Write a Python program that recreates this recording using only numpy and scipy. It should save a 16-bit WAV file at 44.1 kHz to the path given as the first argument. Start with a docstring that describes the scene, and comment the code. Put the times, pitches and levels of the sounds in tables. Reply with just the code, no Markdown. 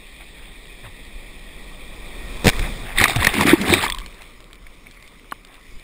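"""A breaker roars closer, slaps a floating waterproof camera case and pulls it under.
Air bubbles pop and gurgle against the shell. The case surfaces in fizzing foam and drops tap on it;
moving water presses on it in slow, low lumps throughout.
The camera holds each sample at a low rate, which mirrors the sound into a gritty treble."""
import sys
import numpy as np
from scipy import signal
from scipy.fft import rfft, irfft, next_fast_len
from scipy.io import wavfile
from scipy.ndimage import uniform_filter1d, map_coordinates

SR = 44100
rng = np.random.default_rng(int(sys.argv[2]) if len(sys.argv) > 2 else 0)


def unload_audio(sound):
    """Save the sound as a 16-bit wav file, at the path given as the first command line argument."""
    columns = np.transpose(np.atleast_2d(sound))
    # keep every value between -1 and 1, then stretch to whole-number steps
    steps = np.round(np.clip(columns, -1, 1) * 32767)
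    wavfile.write(sys.argv[1], SR, steps.astype(np.int16))


N = 257103
TIME_S = np.arange(N) / SR
CREST_S, UNDER_S, SURFACE_S = 2.58, 2.975, 3.875
HOLD_HZ, BAND_LIMIT_HZ = 12000, 15600

# White-water and droplet spectra: frequency_hz, level_db
ROAR_SPECTRUM = [(50, -14), (100, -3), (185, 1.5), (280, -1.5), (440, -2), (700, -7.5), (930, -9.5),
                 (1150, -7), (1400, -18), (1650, -21.5), (3000, -32)]
HISS_SPECTRUM = [(900, -30), (1600, -19), (1880, 2.5), (2100, -2.5), (2430, 4.5), (2880, -13), (3350, 0),
                 (3650, -1), (4200, -12), (5200, -14), (6000, -29.5)]
MIST_SPECTRUM = [(400, -15), (750, -9), (1150, 9), (1550, 4), (2200, 2), (3000, -13), (4500, -1.5),
                 (5300, 2.5), (6000, -6)]
TICK_SPECTRUM = [(400, -14), (1200, -8), (2300, 2.5), (2900, 1), (3600, 3.5), (4500, -1.5), (6000, -9.5)]


def breaker(open_sea_db=-46.5):
    """White water rolls closer: a roar, a hiss ringing in the case's resonances, then close spray."""
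    patter = bubbles(per_s=60, hz=3030, spread=.6, cycles=5, scatter_db=3.5, rise=.1, samples=200)
    hiss = unit(rush(HISS_SPECTRUM, patchy_db=1.5) + amp(-14.5) * coloured(patter, TICK_SPECTRUM))
    mist = rush(MIST_SPECTRUM, patchy_db=-2)
    specks = bubbles(per_s=670, hz=2160, spread=1, cycles=5, scatter_db=2.5, rise=.092, samples=300)
    spray = unit(mist + amp(-4) * coloured(specks, MIST_SPECTRUM))
    roar = approach(-35.5, doubling_db=3.5) * rush(ROAR_SPECTRUM, patchy_db=.8)
    splash = np.hypot(amp(open_sea_db), approach(-35.5, doubling_db=4.5)) * hiss
    spume = approach(-41.5, doubling_db=6.5) * spray
    return between(0, UNDER_S, fade_s=.06) * (roar + splash + spume)


# Impacts of the wave's body: start_s, level_db
BODY_BLOWS = [(2.446, -7), (2.458, 0.5), (2.468, 0.5), (2.479, -5)]


def blows(push_s=.00077):
    """Solid water gives the case one dull push and rebound per blow, with no ring."""
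    out = np.zeros(N)
    age = np.arange(SR // 20) / (SR * push_s)
    for start_s, level_db in BODY_BLOWS:
        add(out, start_s, -amp(level_db + 4.5) * age * (2 - age) * np.exp(-age))
    return out


# Splash and case spectra: frequency_hz, level_db
SLAP_SPECTRUM = [(250, -19), (600, -12.5), (1400, -11.5), (2300, 1.5), (3000, -11.5), (3700, -6.5),
                 (4500, -13), (6000, -15)]
THUD_SPECTRUM = [(30, -30), (90, 4), (180, -6.5), (350, -11.5), (700, -10.5), (1500, -28)]
# Sheets of water: start_s, level_db, thud_db
WATER_SHEETS = [(2.443, -11.5, -1.5), (2.454, -10.5, 1), (2.467, 0, -6), (2.478, -0.5, -11),
                (2.487, -1.5, -23), (2.495, -5, -25), (2.591, -15, -10), (3.01, -2, -12.5), (3.038, 3, -25),
                (3.079, -9.5, -11.5), (3.158, -11, -4.5), (3.245, -1, -18), (3.267, 1.5, -18),
                (3.338, -10.5, -13), (3.408, -7.5, -11), (3.467, -8, -8), (3.612, -12, -12),
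                (3.736, -2.5, -11)]


def slaps(length_s=.0087):
    """Each sheet of water gives a splash and a thud of the case."""
    out = np.zeros(N)
    for start_s, level_db, thud_db in WATER_SHEETS:
        splash = burst(SLAP_SPECTRUM, length_s)
        thud = amp(thud_db + 4.5) * burst(THUD_SPECTRUM, 2 * length_s)
        add(out, start_s, amp(level_db - 8) * (splash + thud))
    return out


# Small-bubble spectrum: frequency_hz, level_db
WASH_SPECTRUM = [(240, -51), (400, 1), (519, -9), (549, -3), (957, -10.5), (1160, -5.5), (1420, -8),
                 (1830, 0), (2540, 1), (2970, -6), (3640, 0.5), (4220, -8.5), (5060, -9.5), (6000, -23),
                 (7800, -54), (13200, -120)]
# Gushes of air: middle_s, length_s, small_bubbles_db, large_bubbles_db
AIR_GUSHES = [(3.018, 0.097, -17, -28), (3.101, 0.056, -21.5, -41), (3.238, 0.13, -20.5, -30.5),
              (3.35, 0.07, -24.5, -31), (3.406, 0.092, -19, -17.5), (3.496, .12, -18.5, -19),
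              (3.617, 0.095, -35, -23), (3.724, .17, -19, -19.5), (3.835, 0.096, -21.5, -35)]


def churn(seethe_bed_db=-29, gurgle_bed_db=-38.5):
    """Air gushes over the sunken case: small bubbles seethe, large ones gurgle."""
    under = between(UNDER_S, SURFACE_S, fade_s=.04)
    small_gushes = sum(amp(db) * swell(middle_s, length_s) for middle_s, length_s, db, _ in AIR_GUSHES)
    large_gushes = sum(amp(db) * swell(middle_s, length_s) for middle_s, length_s, _, db in AIR_GUSHES)
    small_gain = np.hypot(amp(seethe_bed_db) * under, small_gushes)
    large_gain = np.hypot(amp(gurgle_bed_db) * under, large_gushes)
    small = bubbles(per_s=1300, hz=1914, spread=.96, cycles=18, scatter_db=3.5, rise=.061, samples=600)
    seethe = unit(coloured(small, WASH_SPECTRUM) + amp(-3.5) * rush(WASH_SPECTRUM, patchy_db=4))
    large = bubbles(per_s=360, hz=276.5, spread=.42, cycles=10.2, scatter_db=1.5, rise=.1, samples=1900)
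    gurgle = unit(large + amp(-4.5) * rush(THUD_SPECTRUM, patchy_db=3))
    return small_gain * amp(1.8 * wobble(55)) * seethe + large_gain * gurgle


# Bursting bubbles and big air pockets: start_s, level_db, pitch_hz
BUBBLE_POPS = [(2.533, -16, 1850), (2.975, -9, 3600), (2.983, -1, 1945), (2.986, -1, 3560),
               (3.0, -1.5, 1800), (3.039, -0.5, 2494), (3.055, -1.5, 1180), (3.057, -2.5, 2180),
               (3.223, -7, 1040), (3.23, -4.5, 1900), (3.269, 4.5, 1800), (3.409, -4, 960),
               (3.434, -4, 2060), (3.512, -6, 1530), (3.838, -6, 910), (3.853, -9.5, 2160),
               (3.863, -9.5, 1137), (3.881, -14.5, 3320), (3.899, -12.5, 1880), (3.922, -8, 3400),
               (4.667, -26, 2190), (4.868, -25, 2240)]
POCKET_GULPS = [(3.377, -13.5, 234), (3.452, -6.5, 270), (3.477, -8.5, 313), (3.531, 5, 311),
                (3.724, -3.5, 330)]


def pops(pop_t60_s=.019, gulp_t60_s=.036):
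    """Single bubbles and big air pockets ring right against the shell."""
    out = np.zeros(N)
    for start_s, level_db, pitch_hz in BUBBLE_POPS:
        note = ring(pitch_hz, pop_t60_s, rise=.095, attack_cycles=1.5)
        click = amp(-13.5) * burst(SLAP_SPECTRUM, .23 * pop_t60_s)
        add(out, start_s, amp(level_db - 5.5) * (note + click))
    for start_s, level_db, pitch_hz in POCKET_GULPS:
        add(out, start_s, amp(level_db - 1.5) * ring(pitch_hz, gulp_t60_s, rise=.2))
    return out


# Trapped air: start_s, level_db, length_s, start_hz, end_hz
AIR_GLUGS = [(.83, -39, 0.082, 138, 68.6), (3.16, -17.5, 0.068, 140, 48.7)]


def glugs():
    """Trapped air groans downward in pitch as the case dips."""
    out = np.zeros(N)
    for start_s, level_db, length_s, start_hz, end_hz in AIR_GLUGS:
        progress = np.linspace(0, 1, int(length_s * SR))
        phase = 2 * np.pi * np.cumsum(start_hz + (end_hz - start_hz) * progress) / SR
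        envelope = np.abs(np.sin(np.pi * progress)) ** .5
        add(out, start_s, amp(level_db) * envelope * np.sin(phase))
    return out


# Spray landing: start_s, level_db
SPRAY_HITS = [(3.899, -11.5), (3.946, -16), (3.9842, -14.5), (4.015, -28), (4.0607, -20), (4.2186, -28.5),
              (4.403, -30.5), (4.5296, -28), (4.91, -29.5), (5.024, -30), (5.076, -30.5), (5.3116, -25.5),
              (5.448, -26.5), (5.5408, -30.5)]
# Case modes under a fat drop: pitch_hz, level_db, t60_s
CASE_MODES = [(250, -32.5, 0.015), (880, -26.5, 0.022), (1147, -14, 0.016), (1440, -16.5, 0.012),
              (1630, -23.5, .01), (2940, -32, 0.02)]


def drops(tick_s=.0051, droplets=3, scatter_s=.032, fat_drop_s=5.3215):
    """Spray ticks on the case and scatters into smaller droplets; one fat drop knocks on it."""
    out = np.zeros(N)
    for start_s, level_db in SPRAY_HITS:
        add(out, start_s, amp(level_db - 10) * burst(TICK_SPECTRUM, tick_s))
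        for delay, weakness in rng.random((droplets, 2)):
            droplet = amp(level_db - 16 - 8.4 * weakness) * burst(TICK_SPECTRUM, .49 * tick_s)
            add(out, start_s + scatter_s * delay, droplet)
    for pitch_hz, level_db, t60_s in CASE_MODES:
        add(out, fat_drop_s, amp(level_db) * ring(pitch_hz, t60_s))
    return out


# Air-pocket resonance: frequency_hz, level_db
POCKET_SPECTRUM = [(700, -28), (1020, -3), (1120, -6.5), (1220, -12), (1600, -30)]


def drain(start_s=3.89, length_s=.18, level_db=-37):
    """Water running off the surfacing case rings the air pocket at the microphone."""
    trickle = np.zeros(N)
    add(trickle, start_s, amp(level_db) * np.linspace(1, 0, int(length_s * SR)))
    notes = bubbles(per_s=120, hz=1105, spread=.078, cycles=15, scatter_db=3, rise=.03, samples=900)
    return trickle * coloured(notes, POCKET_SPECTRUM)


# Foam spectra: frequency_hz, level_db
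FIZZ_SPECTRUM = [(700, -23), (1130, -13), (1550, -20), (1900, -1), (2350, 2), (2800, -10), (3600, -4),
                 (4200, -14.5), (5300, -11.5), (6000, -19.5)]
BACKWASH_SPECTRUM = [(50, -6), (110, 0), (220, -1.5), (400, -3.5), (600, -8.5), (800, -14), (1130, -6),
                     (1500, -16), (3000, -42)]


def foam(settled_db=-53, fresh_boost_db=10.5, settle_s=.3):
    """Behind the wave the roar recedes and fresh foam crackles and settles."""
    age_s = np.maximum(TIME_S - SURFACE_S, 0)
    settling = between(SURFACE_S, N / SR, fade_s=.08) * amp(fresh_boost_db * np.exp(-age_s / settle_s))
    notes = bubbles(per_s=350, hz=2800, spread=1, cycles=5, scatter_db=9.5, rise=.1, samples=200)
    crackle = coloured(notes, TICK_SPECTRUM)
    fizz = rush(FIZZ_SPECTRUM, patchy_db=2.3) + amp(-8.5 + 1.2 * wobble(7.8)) * crackle
    backwash = rush(BACKWASH_SPECTRUM, patchy_db=1.5)
    return amp(settled_db) * settling * (backwash + amp(2.4 * wobble(6)) * fizz)


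# Slow and tumbling water spectra: frequency_hz, level_db
RUMBLE_SPECTRUM = [(12, -5.5), (25, 2), (37, -1.5), (52, -6), (65, -16.5), (90, -25.5), (200, -37),
                   (500, -89)]
BUFFET_SPECTRUM = [(30, -14), (60, -3), (110, 3.5), (180, -1), (300, -10.5), (600, -25), (1200, -30)]
# Surges on the case: middle_s, level_db, length_s
WATER_SURGES = [(0.447, -42.5, 0.23), (1.163, -34, 0.16), (2.506, -18.5, 0.088), (2.614, -19, .11),
                (2.976, -23, 0.11), (3.23, -27, 0.26), (3.97, -31.5, 0.36), (4.667, -40, 0.14),
                (5.743, -33.5, 0.14)]


def sway(wake_s=2.605, wake_db=-30.5, wake_fall_db_per_s=53):
    """Moving water presses on the case in slow lumps; the breaker's wake buffets it faster."""
    push = coloured(rng.standard_normal(N), RUMBLE_SPECTRUM)
    # Levelled, so the lumps' strength follows the water's motion.
    lumps = push / np.sqrt(np.abs(uniform_filter1d(push ** 2, size=4000)) + .05)
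    surges = sum(amp(db) * swell(middle_s, length_s) for middle_s, db, length_s in WATER_SURGES)
    heave = approach(-25.5, doubling_db=np.where(TIME_S < CREST_S, 4, 5))
    age_s = np.maximum(TIME_S - wake_s, 0)
    wake = between(wake_s, SURFACE_S, fade_s=.02) * amp(wake_db - wake_fall_db_per_s * age_s)
    return np.hypot(heave, surges) * lumps + wake * rush(BUFFET_SPECTRUM, patchy_db=2.5)


# Bubble clumps at the surface: start_s, level_db, length_s
BUBBLE_CLUMPS = [(0.192, -40.5, 0.051), (.27, -50, 0.33), (0.821, -41, 0.072), (2.6, -30.5, 0.096),
                 (2.783, -35.5, .2), (4.14, -46.5, 0.14), (4.654, -51, .03), (4.852, -49, 0.032),
                 (5.42, -49.5, 0.23)]


def swirls():
    """Clumps of small bubbles sweep past the case in a soft swish."""
    clumps = np.zeros(N)
    for start_s, level_db, length_s in BUBBLE_CLUMPS:
        add(clumps, start_s, amp(level_db) * np.hanning(int(length_s * SR)))
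    notes = bubbles(per_s=1400, hz=1580, spread=.86, cycles=10, scatter_db=3, rise=.11, samples=400)
    return clumps * coloured(notes, WASH_SPECTRUM)


def approach(nearest_db, doubling_db, speed_m_per_s=3.97, nearest_m=.42):
    """Gain of the passing breaker: doubling_db is lost per doubling of distance."""
    distance_m = np.hypot(speed_m_per_s * (TIME_S - CREST_S), nearest_m)
    return amp(nearest_db - doubling_db * np.log2(distance_m / nearest_m))


def bubbles(per_s, hz, spread, cycles, scatter_db, rise, samples):
    """A cloud of randomly timed, rising, damped notes at rms 1."""
    onset, tuning, rarity = np.hsplit(rng.random((int(per_s * N / SR), 3)), 3)
    pitch_hz = hz * np.exp(spread * (2 * tuning - 1))
    age = np.float32(pitch_hz / SR / cycles) * np.arange(samples, dtype=np.float32)  # 1 at -60 dB
    strength = amp(-scatter_db * np.log(np.maximum(rarity, .02)))
    envelope = amp(-60 * age) * (1 - np.exp(-2 * age * cycles))
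    notes = strength * envelope * np.sin(2 * np.pi * cycles * age * (1 + rise * age / 2))
    positions = (onset * N).astype(int) + np.arange(samples)
    return unit(np.bincount(positions.ravel(), notes.ravel(), N)[:N])


def ring(hz, t60_s, rise=0, attack_cycles=1):
    """A damped note that swells in and glides up by the fraction rise."""
    t = np.arange(SR // 8) / SR
    envelope = amp(-60 * t / t60_s) * (1 - np.exp(-(t * hz / attack_cycles) ** 2))
    phase = 2 * np.pi * hz * (t + rise * t * np.minimum(t / t60_s, 1) / 2)
    return envelope / envelope.max() * np.sin(phase)


def burst(spectrum, length_s):
    """A short gush of noise that swells and breaks off."""
    progress = np.minimum(np.arange(SR // 8) / SR / length_s, 1)
    return coloured(rng.standard_normal(len(progress)), spectrum) * np.sin(np.pi * progress ** .81) ** 2


def rush(spectrum, patchy_db):
    """Noise at rms 1 with random gain patches in time and frequency."""
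    bins = signal.stft(rng.standard_normal(N), nperseg=512)[2]
    patches = uniform_filter1d(rng.standard_normal(bins.shape), size=5, axis=0)
    patches = unit(uniform_filter1d(patches, size=10, axis=1))
    return coloured(signal.istft(bins * amp(patchy_db * patches), nperseg=512)[1][:N], spectrum)


def coloured(x, spectrum):
    """x shaped by a spectrum, cut at half the hold rate, at rms 1."""
    knots_hz, db = np.transpose(spectrum)
    return unit(filtered(
        x, lambda hz: amp(np.interp(np.log(hz + 1), np.log(knots_hz), db)) * (hz < HOLD_HZ / 2)))


def filtered(x, response):
    """x through a zero-phase frequency response."""
    size = next_fast_len(len(x) + 8192)
    return irfft(rfft(x, size) * response(np.fft.rfftfreq(size, 1 / SR)), size)[:len(x)]


def between(start_s, end_s, fade_s):
    """Gain 1 inside the span, falling 20 dB per fade_s outside."""
    return amp(-20 * np.clip(np.maximum(start_s - TIME_S, TIME_S - end_s) / fade_s, 0, 10))


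def swell(middle_s, length_s):
    """A half-cosine of peak 1."""
    return np.cos(np.pi * np.clip((TIME_S - middle_s) / length_s, -.5, .5))


def wobble(knots_per_s):
    """A smooth random curve."""
    return map_coordinates(rng.standard_normal(int(N * knots_per_s / SR) + 4), [TIME_S * knots_per_s])


def add(track, start_s, sound):
    """Mix a sound into the track."""
    part = track[max(0, round(start_s * SR)):][:len(sound)]
    part += sound[:len(part)]


def amp(db):
    """Decibels to gain."""
    return 10 ** (np.asarray(db) / 20)


def unit(x):
    """Scale to rms 1."""
    return x / np.sqrt(np.mean(x ** 2) + 1e-20)


def scene():
    """All the water around one microphone."""
    sea = breaker() + foam() + sway() + swirls()
    dive = blows() + slaps() + churn() + glugs() + pops()
    return (sea + dive + drain() + drops())[None]


def record(dry):
    """Sample-and-hold mirrors the band around its rate; peaks are clipped, then band-limited."""
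    narrow = filtered(dry[0], lambda hz: 1 / (1 + (hz / (HOLD_HZ / 2)) ** 40))
    mirrored = narrow * (1 + 2 * np.cos(2 * np.pi * HOLD_HZ * TIME_S))
    held = filtered(mirrored, lambda hz: np.sinc(hz / HOLD_HZ))
    return filtered(np.clip(held, -.95, .95), lambda hz: hz < BAND_LIMIT_HZ)[None]


dry = scene()
out = record(dry)
unload_audio(out)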